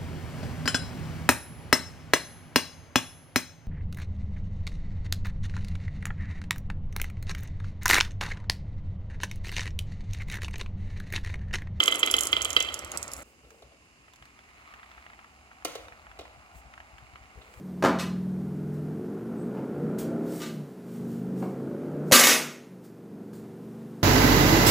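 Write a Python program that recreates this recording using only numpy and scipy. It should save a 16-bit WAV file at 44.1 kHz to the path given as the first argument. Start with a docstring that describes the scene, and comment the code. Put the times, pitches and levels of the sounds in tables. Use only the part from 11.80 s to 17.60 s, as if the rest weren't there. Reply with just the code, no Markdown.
"""Marble run, then toy truck

Glass marbles hum off a plastic bend, knock onto a winding wooden track, roll and click together.
At 1.434 s the scene cuts to a hollow plastic toy truck on the same table. A hand rubs and shifts it:
skin sticks and slips, panels tick, the table thuds. The rear bin flips open with a clack and rattles.
Blows are decaying modes plus noise; rolling and rubbing are filtered trains of tiny contacts.
Small room, heard close up through two microphone ports."""
import sys
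import numpy as np
from scipy import signal
from scipy.fft import rfft, irfft, next_fast_len
from scipy.io import wavfile
from scipy.ndimage import uniform_filter1d

SR = 44100
rng = np.random.default_rng(int(sys.argv[2]) if len(sys.argv) > 2 else 0)


def bounce(signal):
    """Save signal as a 16-bit WAV file at the path given by the first command-line argument."""
    frames = np.transpose(np.atleast_2d(signal))
    limited = np.clip(frames, -1, 1)
    pcm = np.round(limited * 32767).astype(np.int16)
    wavfile.write(sys.argv[1], SR, pcm)


N = 255768
TIME_S = np.arange(N) / SR
BLOW_S = np.arange(8192) / SR

# room murmur spectrum: f/Hz, level/dB
MURMUR_SPECTRUM = [(15, -60.5), (25, -28), (40, -18), (59, -2), (151, -14.5), (188, -10), (210, -10),
                   (238, -9.5), (554, -17.5), (2000, -24), (2600, -60), (4400, -120)]
# hiss spectrum: f/Hz, level/dB
HISS_SPECTRUM = [(900, -67), (1700, -11), (2200, -3.5), (2850, 5), (3300, -11), (4100, -10), (5100, -3),
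                 (5700, -14), (6400, -7.5), (7500, -8.5), (8800, -13.5), (10800, -12), (13000, -26.5),
                 (16000, -46.5)]
# glass rolling on wood: f/Hz, level/dB
ROLL_SPECTRUM = [(76, -39.5), (130, -18.5), (331, -5.5), (428, -11.5), (533, -3.5), (929, -9.5), (1300, -3),
                 (1650, -14), (2100, -7), (2320, -12), (2940, -19), (3660, -25), (3960, -20.5), (7480, -32),
                 (15000, -41)]
# jostling in the marble queue: t/s, level/dB
JOSTLE_LEVELS = [(0, -36), (.17, -34.5), (.25, -40), (.4, -38.5), (.52, -45), (.72, -45), (1.05, -52),
                 (1.2, -52), (1.4, -45)]
# marbles landing and bouncing on the track: t/s, level/dB
LANDINGS = [(0.0024, -6), (0.0304, -12), (0.0567, -18.5), (0.0788, -5.5), (0.1228, -11), (0.1486, -17.5),
            (0.2302, -6.5), (0.2732, -14), (0.2996, -18.5), (0.3397, -5.5), (0.3832, -12.5), (0.5289, -6.5),
            (0.566, -10.5), (0.609, -20), (0.6526, -14), (0.7057, -24), (0.7647, -4), (0.8051, -11),
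            (0.8476, -22.5), (0.887, -21.5)]
# wooden track modes: f/Hz, level/dB, t60/s
WOOD_MODES = [(308, -37, 0.059), (460, -24.5, 0.031), (646, -40, 0.08), (1246, -16, 0.023),
              (1328, -20.5, 0.028), (2075, -22.5, 0.064), (2280, -31, 0.033), (2370, -26.5, 0.036),
              (2650, -30.5, .055), (3128, -10, 0.024), (3183, 6, 0.0093), (3307, -13, 0.024),
              (3420, -26, 0.023), (3950, -32.5, 0.095), (4610, -6.5, 0.0057)]
# marble against marble: t/s, level/dB, brightness/dB
MARBLE_CLICKS = [(0.037, -12, -12), (0.059, -17.5, -5), (0.082, -16, -7), (0.1568, -15.5, -8),
                 (0.262, -16.5, -4.5), (0.3126, -11, -2), (0.3396, -16, -5), (0.3663, -16, -5),
                 (0.3876, -14.5, -8), (0.408, -10, -1), (0.4341, -14.5, -2), (0.4537, -23, -1),
                 (0.4703, -12.5, -7), (0.6183, -14.5, -13), (0.6245, -18.5, -6), (0.6475, -13.5, -8.5),
                 (0.704, -16.5, -11), (0.73, -16, -10.5), (0.8033, -14.5, -11), (0.825, -17.5, -8),
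                 (0.9416, -15.5, -9), (0.991, -19.5, -11), (1.047, -25, -8), (1.1173, -19, -9.5),
                 (1.1734, -16.5, -6), (1.2282, -16.5, -8.5), (1.279, -24.5, -10), (1.3164, -25.5, -12),
                 (1.3348, -21, -5.5), (1.3645, -29, -21)]
# ring of a click in the groove: f/Hz, level/dB, t60/s
GROOVE_MODES = [(5300, -11.5, .008), (6650, -0.5, 0.0082), (7710, -2, 0.011), (8880, 4, 0.004),
                (10800, 8, 0.0032), (13300, 1.5, 0.0026)]
# fingers rubbing the truck: t/s, level/dB
RUB_LEVELS = [(1.46, -70), (2.0, -67.5), (2.6, -60.5), (2.88, -56.5), (3.2, -57), (3.6, -64), (4.0, -58.5),
              (4.6, -62), (5.8, -58.5)]
# skin on plastic: f/Hz, level/dB
RUB_SPECTRUM = [(500, -35), (850, -10.5), (1000, -3.5), (1200, -1), (1400, -7.5), (1700, -6.5), (2200, 0),
                (3200, -15.5), (4200, -16.5), (5500, -27.5), (9000, -32)]
# palm pressing on the shell: t/s, level/dB
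PALM_LEVELS = [(2.5, -70), (2.85, -60.5), (3.6, -62), (4.0, -56), (4.7, -56.5), (5.8, -60.5)]
# truck and hand sliding: t/s, half width/s, wheel level/dB, skin level/dB
SLIDE_MOVES = [(1.483, 0.062, -62.5, -68), (1.739, .13, -62, -73), (4.775, .035, -76.5, -61),
               (5.595, 0.052, -58, -76), (5.79, 0.12, -59.5, -64.5)]
# hand and wheel bumps reaching the table: t/s, level/dB
TABLE_BUMPS = [(1.629, -48), (1.829, -51.5), (2.172, -54.5), (2.404, -50.5), (2.653, -59), (2.926, -66),
               (3.151, -58), (3.498, -60), (3.86, -66), (4.021, -57), (4.271, -50), (4.401, -61),
               (4.56, -48), (4.741, -43), (4.846, -47.5), (5.124, -49), (5.211, -45.5), (5.32, -45.5),
               (5.394, -49), (5.548, -40), (5.758, -42)]
# truck knocks, the bin's fall loudest: t/s, level/dB, deep boom/dB, hollow ring/dB, sharp edge/dB
TRUCK_KNOCKS = [(1.644, -56, 13, 8.5, -8), (1.741, -61.5, 12, 14, -8), (1.822, -49, 1.5, 10, -2.5),
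                (1.918, -55.5, -7.5, 7.5, -13.5), (3.8485, -23.5, 6.5, 0, 5.5), (3.953, -34, -8, 7, 1),
                (4.39, -36.5, 6.5, 6.5, -4), (4.409, -44.5, 15, 6, -1), (5.614, -45, -2, -5, -20)]
# truck shell modes before extra damping: f/Hz, level/dB, t60/s
SHELL_MODES = [(307, -10.5, 0.15), (372, -5.5, 0.026), (483, -9, 0.092), (542.5, 5, 0.034), (678, 7, 0.029),
               (731, 13, 0.021), (1090, 7, 0.023), (1356, 11, 0.02), (2086, -5.5, 0.06),
               (2850, -3.5, 0.018), (3240, 21.5, 0.0029)]
# plastic ticking under the fingers: t/s, level/dB, brightness/dB
PANEL_TICKS = [(1.705, -48, 11), (2.281, -45, -31), (2.335, -49.5, 14), (2.359, -50.5, 16),
               (2.424, -41, -0.5), (2.454, -46, 11.5), (2.59, -45.5, 0), (2.938, -40.5, -2),
               (2.995, -43, -23), (3.03, -39.5, -7), (3.115, -42, 0), (3.178, -39, -12), (3.264, -38.5, -8),
               (3.3, -40.5, -22), (3.333, -41.5, -13), (3.39, -40.5, -11), (3.444, -41.5, -4.5),
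               (3.714, -44, -22), (3.823, -44, -11), (4.083, -41, 2.5), (4.122, -38.5, -19),
               (4.267, -39.5, -25), (4.314, -41, -5), (4.454, -41.5, -6.5), (4.938, -38.5, -6),
               (4.977, -39, -8), (5.002, -37.5, -6), (5.182, -39.5, -1), (5.357, -37.5, -10),
               (5.739, -43.5, 9)]
# hand-damped panel modes: f/Hz, level/dB, t60/s
DAMPED_MODES = [(850, 1, 0.017), (1266, 10.5, 0.0077), (1550, -18, 0.0056), (2540, -2.5, 0.0074),
                (3170, -2, .009)]
# snap of a panel: f/Hz, level/dB
TICK_SPECTRUM = [(200, -29), (550, -14), (850, -8), (1250, -5), (1700, 10.5), (2400, 4), (3800, -7),
                 (6000, -14), (15000, -25)]
# bin chattering on its hinge: f/Hz, level/dB
RATTLE_SPECTRUM = [(150, -6), (290, 3), (400, -4), (540, -8), (900, 6), (1300, -1), (2000, 4), (3600, -1),
                   (6000, -12), (11000, -18), (16000, -24)]
# port balance for the marbles: f/Hz, left minus right/dB
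MARBLE_BALANCE = [(100, 1.5), (500, 2), (1200, 2), (2100, -3), (2700, -15.5), (3300, -5.5), (4500, -6.5),
                  (6700, -16), (8300, -10), (9700, 4.5), (12000, -3), (15000, 7)]
# port balance for truck and background: f/Hz, left minus right/dB
TRUCK_ROOM_BALANCE = [(300, 2), (700, 0.5), (1300, 3), (2000, -4), (2800, -4), (4200, 4), (6500, -11),
                      (10000, 0.5), (15000, -0.5)]


def amp(db):
    """Decibels to gain."""
    return 10 ** (np.asarray(db) / 20)


def unit(x):
    """Scale to rms 1."""
    return x / np.sqrt(np.mean(x ** 2))


def peak(x):
    """Scale to peak 1."""
    return x / np.abs(x).max()


def decay(t_s, t60_s):
    """Exponential fall, 60 dB per t60_s."""
    return np.exp(-np.log(1000) * t_s / t60_s)


def onset(rise_s):
    """Smooth build-up of a blow."""
    return 1 - np.exp(-(BLOW_S / rise_s) ** 2)


def swell(at_s, half_width_s):
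    """Gaussian rise and fall."""
    return np.exp(-((TIME_S - at_s) / half_width_s) ** 2)


def curve(table):
    """Timed levels, interpolated per sample."""
    return np.interp(TIME_S, *np.transpose(table))


def add(track, at_s, sound):
    """Mix a sound in at at_s."""
    start = max(int(at_s * SR), 0)
    track[..., start:start + sound.shape[-1]] += sound[..., :N - start]


def colour(x, points):
    """Minimum-phase filter through (f/Hz, level/dB) points, via the cepstrum."""
    n = x.shape[-1]
    size = next_fast_len(n // 2 + 512, True) * 2
    hz, db = np.transpose(points)
    bins_hz = np.maximum(np.fft.rfftfreq(size, 1 / SR), 1)
    gain = amp(np.interp(np.log(bins_hz), np.log(hz), db))
    cepstrum = irfft(np.log(gain))
    cepstrum[1:size // 2] *= 2
    cepstrum[size // 2 + 1:] = 0
    return irfft(rfft(x, size) * np.exp(rfft(cepstrum)))[..., :n]


def noise(likeness, size=N):
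    """Stereo white noise; likeness is the left-right correlation."""
    mid, side = rng.standard_normal((2, size))
    return np.sqrt((1 + likeness) / 2) * mid + np.sqrt((1 - likeness) / 2) * np.array([side, -side])


def grains(per_s, spread_db, likeness):
    """Tiny random contacts of uneven size."""
    strength = amp(spread_db * np.minimum(rng.exponential(size=N), 4))
    return noise(likeness) * strength * (rng.random(N) < per_s / SR)


def ring(modes, rise_s, detune, scatter_db, apart_hz, disorder_rad):
    """Struck modes; each contact point weights and phases them anew."""
    hz, db, t60_s = np.transpose(modes)[:, :, None]
    tune, weight, phase, turn = rng.standard_normal((4, len(modes), 1))
    # short waves reach the two ports by different paths
    skew_rad = np.array([turn, -turn]) * np.minimum(np.sqrt(hz / apart_hz), 1)
    waves = np.sin(2 * np.pi * hz * (1 + detune * tune) * BLOW_S + disorder_rad * phase + skew_rad)
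    return onset(rise_s) * np.sum(amp(db + scatter_db * weight) * decay(BLOW_S, t60_s) * waves, axis=1)


def crack(t60_s, likeness):
    """A blow's short, overlapping modes as a noise burst."""
    return noise(likeness, len(BLOW_S)) * decay(BLOW_S, t60_s)


def room(x, near_db, near_t60_s, far_db, far_t60_s, treble_db):
    """Add quick reflections off table and toys, then the room tail."""
    t_s = np.arange(SR // 2) / SR
    near = unit(noise(.27, len(t_s)) * decay(t_s, near_t60_s) * (t_s > .002))
    far = unit(noise(.6, len(t_s)) * decay(t_s, far_t60_s) * (t_s > .008))
    echo = amp(near_db) * near + amp(far_db) * colour(far, [(3500, .006), (12000, treble_db)])
    return x + signal.fftconvolve(x, echo / np.sqrt(len(t_s)), axes=1)[:, :N]


def shade(x, balance):
    """The microphone body colours each port differently."""
    left = colour(x[0], [(hz, db / 2) for hz, db in balance])
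    right = colour(x[1], [(hz, -db / 2) for hz, db in balance])
    return np.array([left, right])


def ports(x, lag_ms):
    """Sound reaches the right port later."""
    delay = np.exp(-2j * np.pi * np.fft.rfftfreq(N, 1 / SR) * lag_ms / 1000)
    return np.array([x[0], irfft(rfft(x[1]) * delay, N)])


def background(murmur_db=-63.5, hiss_db=-65):
    """Low room murmur and faint hiss."""
    murmur = unit(colour(noise(.87), MURMUR_SPECTRUM))
    hiss = unit(colour(noise(.047), [(300, -29)] + HISS_SPECTRUM))
    return amp(murmur_db) * murmur + amp(hiss_db) * hiss


def rolling(roll_db=-38.5, fade_db_per_s=5.5, scrape_db=-43.5, chatter_db=-5, rumble_db=-51):
    """Slowing marbles bump over the wood grain, jostle and shake the table; one scrapes a wall."""
    slowing = amp(roll_db - fade_db_per_s * TIME_S)
    scrape = amp(scrape_db) * swell(at_s=1.157, half_width_s=.017)
    roll = unit(colour(grains(per_s=3000, spread_db=0, likeness=.93), ROLL_SPECTRUM))
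    jostle = amp(curve(JOSTLE_LEVELS) + chatter_db)
    touches = grains(per_s=220, spread_db=3, likeness=.4)
    chatter = colour(touches, [(2500, -17.5), (5000, -19), (7200, 3), (11000, -3.5), (16000, -14)])
    chatter = unit(room(chatter, near_db=3.5, near_t60_s=.036, far_db=-25, far_t60_s=.3, treble_db=-11))
    load = np.clip((TIME_S - .2) / .15, .3, 1)  # the queue rolls onto the wood
    rumble = unit(colour(noise(1), [(15, -35.5), (28, -17.5), (45, -18.5), (62, 4), (85, -1),
                                    (115, -11.5), (200, -25), (600, -72)]))
    return (slowing + scrape) * roll + jostle * chatter + amp(rumble_db) * load * rumble


def bend(level_db=-47, empty_s=.59, release_s=.18):
    """The thin plastic bend hums until the last marble leaves it."""
    filled = np.clip((empty_s - TIME_S) / release_s, 0, 1)
    hum = colour(noise(1), [(150, -34.5), (300, 3), (450, 2), (600, -17), (1000, -36), (4000, -66)])
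    return amp(level_db) * filled * unit(hum)


def drops(crack_db=-14, hardening=.14, lead_s=.00042, beam_db=5):
    """Each landing rings the track with a woody tock; harder ones crack more."""
    out = np.zeros((2, N))
    loudest_db = max(db for _, db in LANDINGS)
    grit_spectrum = [(200, -12), (600, -20), (1300, -3.5), (3000, .5), (4900, .5), (6000, -9.5),
                     (12000, -14.5)]
    for at_s, db in LANDINGS:
        tock = ring(WOOD_MODES, rise_s=.002, detune=.001, scatter_db=1.5, apart_hz=30000,
                    disorder_rad=.2)
        grit = peak(colour(crack(t60_s=.045, likeness=1), grit_spectrum))
        grit_db = crack_db + hardening * (db - loudest_db)
        add(out, at_s - lead_s, amp(db) * (peak(tock) + amp(grit_db) * grit))
    # the groove beams its main mode at the microphone, so the room gets less of it
    spread = colour(out, [(2700, .0022), (3050, -beam_db), (3350, -beam_db), (3800, .0087)])
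    beamed = out - spread
    return beamed + room(spread, near_db=-14, near_t60_s=.015, far_db=-6.5, far_t60_s=.7, treble_db=-18.5)


def clicks(gain_db=-2, ring_db=-3):
    """Glass on glass: a broad snap with a brief ring."""
    out = np.zeros((2, N))
    snap_spectrum = [(1000, -25), (3500, -2), (6000, 5.5), (11000, 6.5), (16000, -13.5)]
    for at_s, db, bright_db in MARBLE_CLICKS:
        groove = ring(GROOVE_MODES, rise_s=.0007, detune=.053, scatter_db=3, apart_hz=13680,
                      disorder_rad=1.6)
        snap = peak(colour(crack(t60_s=.011, likeness=.3), snap_spectrum))
        tone = [(7800, .007), (11000, bright_db + 5), (15500, bright_db + 9)]
        add(out, at_s, amp(db + gain_db) * colour(snap + amp(ring_db) * peak(groove), tone))
    return room(out, near_db=-9, near_t60_s=.036, far_db=-16.5, far_t60_s=.24, treble_db=0)


def hand(creak_db=-4, palm_db=-1, tremor_db=-4, tremor_left_db=-1.5):
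    """Skin sticks and slips on plastic; the palm rubs lower and makes the table tremble."""
    slips = grains(per_s=4000, spread_db=2.5, likeness=.55)
    creaks = grains(per_s=160, spread_db=1.2, likeness=.7)
    rub = unit(colour(slips, RUB_SPECTRUM)) + amp(creak_db) * unit(colour(creaks, RUB_SPECTRUM))
    palm = unit(colour(noise(1), [(450, -23), (640, 0), (780, 4), (950, -4), (1400, -3), (3000, -40)]))
    tremor = unit(colour(noise(.88), [(15, -31), (28, -28), (45, 4), (61, 10), (90, 1), (140, -10.5),
                                      (220, -28), (600, -66)]))
    pan = amp([[tremor_left_db], [-tremor_left_db]])
    pressing = amp(palm_db) * palm + amp(tremor_db) * tremor * pan
    return amp(curve(RUB_LEVELS)) * rub + amp(curve(PALM_LEVELS)) * pressing


def slides():
    """The truck shuffles on its wheels; skin hisses along its side."""
    contacts = grains(per_s=1300, spread_db=0, likeness=.94)
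    wheels = unit(colour(contacts, [(120, -14.5), (280, -11), (460, 2), (600, -7), (1000, -14),
                                    (4000, -44)]))
    skin = unit(colour(noise(.17), [(2000, -47), (5500, 0), (7700, 11), (11000, 6), (16000, 5)]))
    return sum(swell(at_s, half_width_s) * (amp(wheel_db) * wheels + amp(skin_db) * skin)
               for at_s, half_width_s, wheel_db, skin_db in SLIDE_MOVES)


def bumps(table_hz=62, rise_s=.012, t60_s=.17, detune=.032, thud_db=-6):
    """Each bump sways the table top at its lowest mode, under a dull thud."""
    out = np.zeros((2, N))
    thud_spectrum = [(25, -36), (70, -3.5), (130, 0), (220, -22), (600, -43.5), (2000, -89)]
    for (at_s, db), tune in zip(TABLE_BUMPS, rng.standard_normal(len(TABLE_BUMPS))):
        sway = np.sin(2 * np.pi * table_hz * (1 + detune * tune) * BLOW_S) * decay(BLOW_S, t60_s)
        thud = peak(colour(crack(t60_s=.12, likeness=1), thud_spectrum))
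        add(out, at_s, amp(db) * peak(onset(rise_s) * (sway + amp(thud_db) * thud)))
    return colour(out, [(20, -23), (50, -1)])


def knocks(gain_db=5, crack_db=-2, ring_s=.23, rebound_s=.0044, rebound_db=-7.5):
    """Each knock cracks and booms in the hollow shell; the loose plastic rebounds once."""
    out = np.zeros((2, N))
    crack_spectrum = [(300, 16), (1000, 5.5), (4000, 30.5), (8000, 10), (16000, 8)]
    for at_s, db, deep_db, hollow_db, sharp_db in TRUCK_KNOCKS:
        shell = ring(SHELL_MODES, rise_s=.0029, detune=.013, scatter_db=0, apart_hz=13700,
                     disorder_rad=.98)
        shell = peak(shell * np.exp(-BLOW_S / (ring_s * amp(hollow_db))))
        snap = peak(colour(crack(t60_s=.035, likeness=.85), crack_spectrum))
        tone = [(100, -14.5), (190, deep_db - 4.5), (290, deep_db), (430, hollow_db + 3),
                (560, hollow_db + 3), (800, -3.5), (4000, -5), (6500, sharp_db + 3)]
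        add(out, at_s, amp(db + gain_db) * colour(shell + amp(crack_db) * snap, tone))
        rebound = peak(colour(crack(t60_s=.035, likeness=.85), crack_spectrum))
        rebound = colour(rebound, [(3500, 6.5), (8000, -36)])
        add(out, at_s + rebound_s, amp(db + gain_db + rebound_db) * rebound)
    return room(out, near_db=-6, near_t60_s=.028, far_db=-5.5, far_t60_s=.54, treble_db=-4.5)


def ticks(gain_db=1):
    """A fingertip slips and the panel snaps back, damped by the hand."""
    out = np.zeros((2, N))
    for at_s, db, bright_db in PANEL_TICKS:
        panel = ring(DAMPED_MODES, rise_s=.0008, detune=.08, scatter_db=3, apart_hz=20000,
                     disorder_rad=.7)
        snap = colour(crack(t60_s=.03, likeness=.6), TICK_SPECTRUM)
        tick = colour(peak(panel) + peak(snap), [(2500, 0), (6000, bright_db)])
        add(out, at_s, amp(db + gain_db) * tick)
    return room(out, near_db=-10, near_t60_s=.058, far_db=-36, far_t60_s=.59, treble_db=-9)


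def squeak(at_s=2.9, half_width_s=.1, panel_hz=1225, level_db=-58):
    """A fingertip drags over the roof; fast stick-slip rings one narrow panel resonance."""
    b, a = signal.iirpeak(panel_hz, Q=14, fs=SR)
    slips = grains(per_s=660, spread_db=1, likeness=.62)
    return amp(level_db) * swell(at_s, half_width_s) * unit(signal.lfilter(b, a, slips))


def rattle(start_s=3.855, hold_s=.1, t60_s=.45, level_db=-50):
    """The fallen bin chatters on its hinge, then settles."""
    age_s = TIME_S - start_s
    fade = (age_s > 0) * decay(np.maximum(age_s - hold_s, 0), t60_s)
    chatter = grains(per_s=2500, spread_db=1.5, likeness=.5)
    return amp(level_db) * fade * unit(colour(chatter, RATTLE_SPECTRUM))


def scene(cut_s=1.434, shift_s=4.3, shift_db=6, hand_lag_ms=.26):
    """Marbles, then truck, over a steady background."""
    marbles = drops() + clicks() + rolling() + bend()
    marbles = ports(shade(marbles, MARBLE_BALANCE), lag_ms=.24)
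    # the bumps pan left as the hand moves to that side
    left_db = uniform_filter1d(np.where(TIME_S < shift_s, 0., shift_db), SR // 4)
    thuds = bumps() * amp(np.array([left_db, -left_db]) / 2)
    clatter = ports(knocks() + rattle(), lag_ms=.098)
    handling = ports(hand() + ticks() + squeak() + slides() + thuds, hand_lag_ms)
    ambience = ports(background(), hand_lag_ms)
    marble_gate = np.clip((cut_s - TIME_S) / .002, 0, 1)
    truck_gate = np.clip((TIME_S - cut_s - .01) / .005, 0, 1)
    truck = truck_gate * (clatter + handling)
    return marble_gate * marbles + shade(truck + ambience, TRUCK_ROOM_BALANCE)


def record(dry):
    """Steep low-pass at 16.2 kHz."""
    return signal.sosfilt(signal.ellip(8, .2, 70, 16200, fs=SR, output="sos"), dry)


dry = scene()
out = record(dry)
bounce(out)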